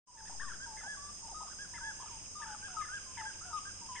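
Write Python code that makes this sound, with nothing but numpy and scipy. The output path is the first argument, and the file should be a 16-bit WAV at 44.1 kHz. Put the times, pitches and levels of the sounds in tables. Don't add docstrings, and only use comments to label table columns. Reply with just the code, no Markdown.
import sys
import numpy as np
from scipy import signal
from scipy.fft import rfft, irfft
from scipy.io import wavfile

SR = 44100
rng = np.random.default_rng(int(sys.argv[2]) if len(sys.argv) > 2 else 0)


def file_out(sig):
    cols = np.atleast_2d(sig).T
    lim = np.clip(cols, -1, 1)
    pcm = np.round(lim * 32767).astype(np.int16)
    wavfile.write(sys.argv[1], SR, pcm)


N = 176400
TIME = np.arange(N) / SR
FREQS = np.arange(N // 2 + 1) * SR / N


def from_db(db):
    return 10 ** (np.asarray(db) / 20)


def progress(length_s):
    return np.linspace(0, 1, int(length_s * SR))


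def filtered(x, gains):
    return irfft(rfft(x) * gains, len(x))


def noise(gains, size=N):
    x = filtered(rng.standard_normal(size), gains)
    return x / np.sqrt(np.mean(x ** 2))


def band(hz, width_hz, size=N):
    freqs = np.arange(size // 2 + 1) * SR / size
    return noise(np.exp(-.5 * ((freqs - hz) / width_hz) ** 2), size)


def place(x, pan_db, lag_ms=0):
    gains = from_db([pan_db / 2, -pan_db / 2])
    right = np.interp(TIME - lag_ms / 1000, TIME, x)
    return np.array([x, right]) * gains[:, None] / gains.mean()


def open_air(level_db=-57.5, pan_db=5.5, corner_hz=1900):
    # frequency in Hz, relative spectral level in dB.
    spectrum = [(25, 1), (190, -6), (400, -12.5), (1100, -10.5), (2200, -17), (3500, -19), (4300, -21),
                (11000, -41), (15500, -36.5)]
    hz, db = np.transpose(spectrum)
    colour = from_db(np.interp(np.log(FREQS + 1), np.log(hz), db))
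    bass = 1 / (1 + (FREQS / corner_hz) ** 2) ** 2
    coherent = place(filtered(noise(colour), bass), pan_db)
    diffuse = np.array([filtered(noise(colour), from_db(side * bass * pan_db / 2)) for side in (1, -1)])
    return from_db(level_db) * (coherent + diffuse)


def drone(width_hz=4.1):
    # centre frequency in Hz, level in dB.
    partials = [(46, -63), (89, -64.5), (178, -73)]
    return sum(from_db(db) * band(hz, width_hz) for hz, db in partials)


def gust(peak_s=.44, width_s=0.12, level_db=-40.5, ripple_hz=40):
    ripple = 1 + 0.092 * band(0, ripple_hz)
    return -from_db(level_db) * ripple * np.exp(-((TIME - peak_s) / width_s) ** 2)


def insects(flicker_hz=37.4, flicker_db=0.86):
    # centre in Hz, half width in Hz, left level in dB, right level in dB.
    choruses = [(5181, 239, -52.5, -50), (6327, 328, -52.5, -47), (7370, 410, -65.5, -56),
                (8520, 446, -52, -58), (5037, 16, -64, -61.5), (6240, 22, -62.5, -60)]
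    buzz = np.zeros((2, N))
    for hz, width_hz, left_db, right_db in choruses:
        for ear, db in enumerate((left_db, right_db)):
            buzz[ear] += band(hz, width_hz) * from_db(db + flicker_db * band(0, flicker_hz))
    return buzz


def far_twitter(hz=2780, width_hz=520, flicker_hz=12.2, flicker_db=2.6):
    # time in seconds, level in dB.
    levels = [(1.3, -69), (1.9, -63), (3.1, -60), (4.0, -62)]
    db = np.interp(TIME, *np.transpose(levels)) + flicker_db * band(0, flicker_hz)
    return from_db(db) * np.array([band(hz, width_hz) for _ in range(2)])


def far_chirps(first_s=2.066, every_s=0.18, count=8, length_s=0.028, from_hz=3250, to_hz=2103):
    u = progress(length_s)
    hz = from_hz * (to_hz / from_hz) ** u
    envelope = from_db(-59.5) * np.sqrt(2 * np.abs(np.sin(np.pi * u)))
    chirp = envelope * np.sin(2 * np.pi * np.cumsum(hz) / SR)
    starts = first_s + every_s * np.arange(count)
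    return sum(np.interp(TIME, start + u * length_s, chirp, left=0, right=0) for start in starts)


def trees(calls, level_db=-9, t60_s=0.62, build_s=0.0067):
    t = TIME[:SR]
    echoes = rng.standard_normal((2, SR)) * from_db(-60 * t / t60_s) * (1 - np.exp(-t / build_s))
    echoes /= np.sqrt(np.sum(echoes ** 2, axis=1, keepdims=True))
    return from_db(level_db) * signal.fftconvolve(calls, echoes, axes=1)[:, :N]


def syrinx(notes, second_db, third_db, rasp_hz=161, flutter_hz=40, throat_hz=3230, throat_width_hz=370):
    calls = np.zeros(N)
    for start, hz, gain, rough in notes:
        size = len(hz)
        t = np.arange(size) / SR
        jitter = np.tanh(band(0, rasp_hz, size))
        shimmer = np.tanh(band(0, rasp_hz, size))
        flutter = band(0, flutter_hz, size)
        phase = 2 * np.pi * np.cumsum(hz * (1 + 0.12 * rough * jitter + 0.0068 * flutter)) / SR
        hiss = rough * from_db(-22) * band(hz=3200, width_hz=350, size=size)
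        tone = np.sin(phase) + hiss
        richness = (from_db(-46) / np.max(gain)) ** 0.54
        overtones = [(1.5, rough * from_db(2.5)),
                     (2, richness * from_db(second_db)), (3, richness * from_db(third_db))]
        for ratio, strength in overtones:
            throat = np.exp(-.5 * ((ratio * hz - throat_hz) / throat_width_hz) ** 2)
            tone += strength * throat * np.sin(ratio * phase)
        rasp = np.exp(rough * shimmer) * from_db(1.1 * flutter)
        rasp /= np.sqrt(np.mean(rasp ** 2) / 2)
        attack = np.clip(t / 0.0017, 0, 1)
        release = np.clip((t[-1] - t) / 0.0036, 0, 1)
        at = int(start * SR) + np.arange(size)
        calls[at[at < N]] += (tone * gain * attack * release * rasp)[at < N]
    return calls


def yelps(second_s=0.079, second_hz=1730, second_db=-3, second_rough=0.42):
    # start in seconds, level in dB, roughness from 0 to 1.
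    notes = [(.768, -51.5, .08), (1.738, -49.5, .08), (2.811, -50.5, .1), (3.172, -47, .27),
             (3.954, -47.5, .3)]
    # time into the yelp in seconds, pitch in Hz.
    contour = [(0, 1720), (.008, 2138), (.037, 1983), (.042, 1420), (.055, 1177)]
    times, pitches = np.transpose(contour)
    hz = np.interp(progress(times[-1]) * times[-1], times, pitches)
    for start, db, rough in notes:
        yield start, hz, from_db(db), rough
        yield start, np.full(int(second_s * SR), second_hz), from_db(db + second_db), second_rough


def clucks(arch=0.224, skew=0.725, swell=0.047):
    # start in seconds, length in seconds, top pitch in Hz, level in dB, roughness from 0 to 1.
    notes = [(0.168, 0.047, 1740, -53, 0.65), (0.251, 0.049, 1784, -55, 0.55),
             (.295, 0.063, 921, -51.5, 0.56), (.397, 0.041, 1824, -42, 0.1),
             (0.406, 0.095, 1186, -49, 0.05), (0.417, 0.04, 1633, -48, 0.4), (0.475, 0.04, 1770, -49, 0.34),
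             (0.496, 0.032, 1593, -45.5, 0.5), (.525, 0.039, 1575, -50, 0.62),
             (.828, 0.056, 935, -49.5, 0.57), (1.28, 0.058, 907, -49.5, 0.35),
             (1.404, 0.036, 1041, -47.5, 0.5), (1.414, 0.05, 814, -54, 0.2),
             (1.465, 0.028, 1215, -51.5, 0.6), (1.499, .04, 1612, -54.5, 0.57),
             (1.99, 0.074, 1014, -49, 0.65), (2.059, 0.047, 1291, -52.5, 0.62),
             (2.415, 0.039, 1778, -45, 0.35), (2.455, 0.11, 1562, -51, 0.66),
             (2.502, 0.053, 1570, -47.5, 0.3), (2.681, 0.1, 1472, -53.5, 0.58),
             (3.409, 0.14, 1450, -52, 0.47)]
    for start, length, top_hz, db, rough in notes:
        u = progress(length)
        hz = top_hz * (1 - arch * (2 * u ** skew - 1) ** 2)
        yield start, hz, from_db(db) * np.abs(np.sin(np.pi * u)) ** swell, rough


def hoots(sharp=0.1003, settle=3.67, swell=0.15, rough=0.2):
    # start in seconds, length in seconds, settled pitch in Hz, level in dB.
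    notes = [(.072, 0.044, 973, -44.5), (0.146, 0.11, 870.4, -50), (0.66, 0.12, 863.5, -49),
             (1.226, 0.05, 885, -50.5), (1.731, 0.038, 927, -50), (1.808, 0.11, 872, -49),
             (2.109, 0.071, 888, -52.5), (2.399, 0.058, 903, -50.5), (2.455, 0.1, 841, -46),
             (2.668, .12, 715, -58), (2.74, 0.0554, 888, -50), (3.06, 0.085, 1010, -56),
             (3.171, 0.105, 865, -43), (3.45, .058, 710, -55), (3.504, 0.067, 887, -51.5),
             (3.81, 0.063, 910, -52.5), (3.887, 0.093, 978, -44)]
    for start, length, settled_hz, db in notes:
        u = progress(length)
        hz = settled_hz * (1 + sharp * np.exp(-settle * u))
        yield start, hz, from_db(db) * np.abs(np.sin(np.pi * u)) ** swell, rough


def pipes(droop_power=9, rough=0.061):
    # start and length in seconds, the glide's first and last pitch in Hz, level in dB,
    # final droop as a share of the pitch.
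    notes = [(0.969, 0.14, 1133, 1179, -49.5, 0.012), (1.344, 0.095, 1222, 1277, -45, 0.066),
             (2.353, 0.09, 1202, 1265, -46, 0.14), (2.768, .062, 1291, 1231, -35.5, 0.069),
             (3.53, 0.062, 1258, 1212, -36, 0.075)]
    for start, length, first_hz, last_hz, db, droop in notes:
        u = progress(length)
        glide_hz = first_hz + (last_hz - first_hz) * u
        yield start, glide_hz * (1 - droop * u ** droop_power), from_db(db), rough


def whoops(scoop=0.15, crest_width_s=0.044, fall=0.21, fade_db=66, rough=0.079):
    # start, crest and end in seconds, pitch at the crest in Hz, level at the crest in dB.
    notes = [(0.6, 0.638, .668, 1619, -43), (0.834, 0.908, .955, 1724, -39),
             (1.587, 1.62, 1.66, 1657, -44.5), (1.807, 1.868, 1.922, 1706, -38.5),
             (2.624, 2.661, 2.69, 1623, -43), (2.884, 2.956, 2.99, 1640, -38),
             (3.253, 3.279, 3.315, 1630, -40.5), (3.652, 3.682, 3.714, 1610, -44.5)]
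    for start, crest, end, hz, db in notes:
        t = start - crest + progress(end - start) * (end - start)
        rising = scoop * (1 - np.exp(-(t / crest_width_s) ** 2))
        falling = fall * (t / (end - crest)) ** 3
        drop = np.where(t < 0, rising, falling)
        yield start, hz * (1 - drop), from_db(db - fade_db * drop), rough


def scene():
    rails = place(syrinx(whoops(), second_db=-13.5, third_db=-43), pan_db=0, lag_ms=0.13)
    rails += place(syrinx(pipes(), second_db=-44, third_db=-17.5), pan_db=7.5, lag_ms=-1.58)
    rails += place(syrinx(hoots(), second_db=-17, third_db=-18), pan_db=5)
    rails += place(syrinx([*clucks(), *yelps()], second_db=-19, third_db=-20.5), pan_db=5.5)
    wildlife = rails + trees(rails) + far_chirps() + far_twitter() + insects()
    return wildlife + open_air() + place(drone() + gust(), pan_db=5.5)


def record(dry, cutoff_hz=15700):
    # time in seconds, gain in dB.
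    fade_in = [(.058, -65), (.073, -19.5), (.14, -11.5), (.29, -3)]
    faded = dry * from_db(np.interp(TIME, *np.transpose(fade_in)))
    return signal.sosfilt(signal.ellip(10, .1, 70, cutoff_hz, fs=SR, output="sos"), faded)


dry = scene()
out = record(dry)
file_out(out)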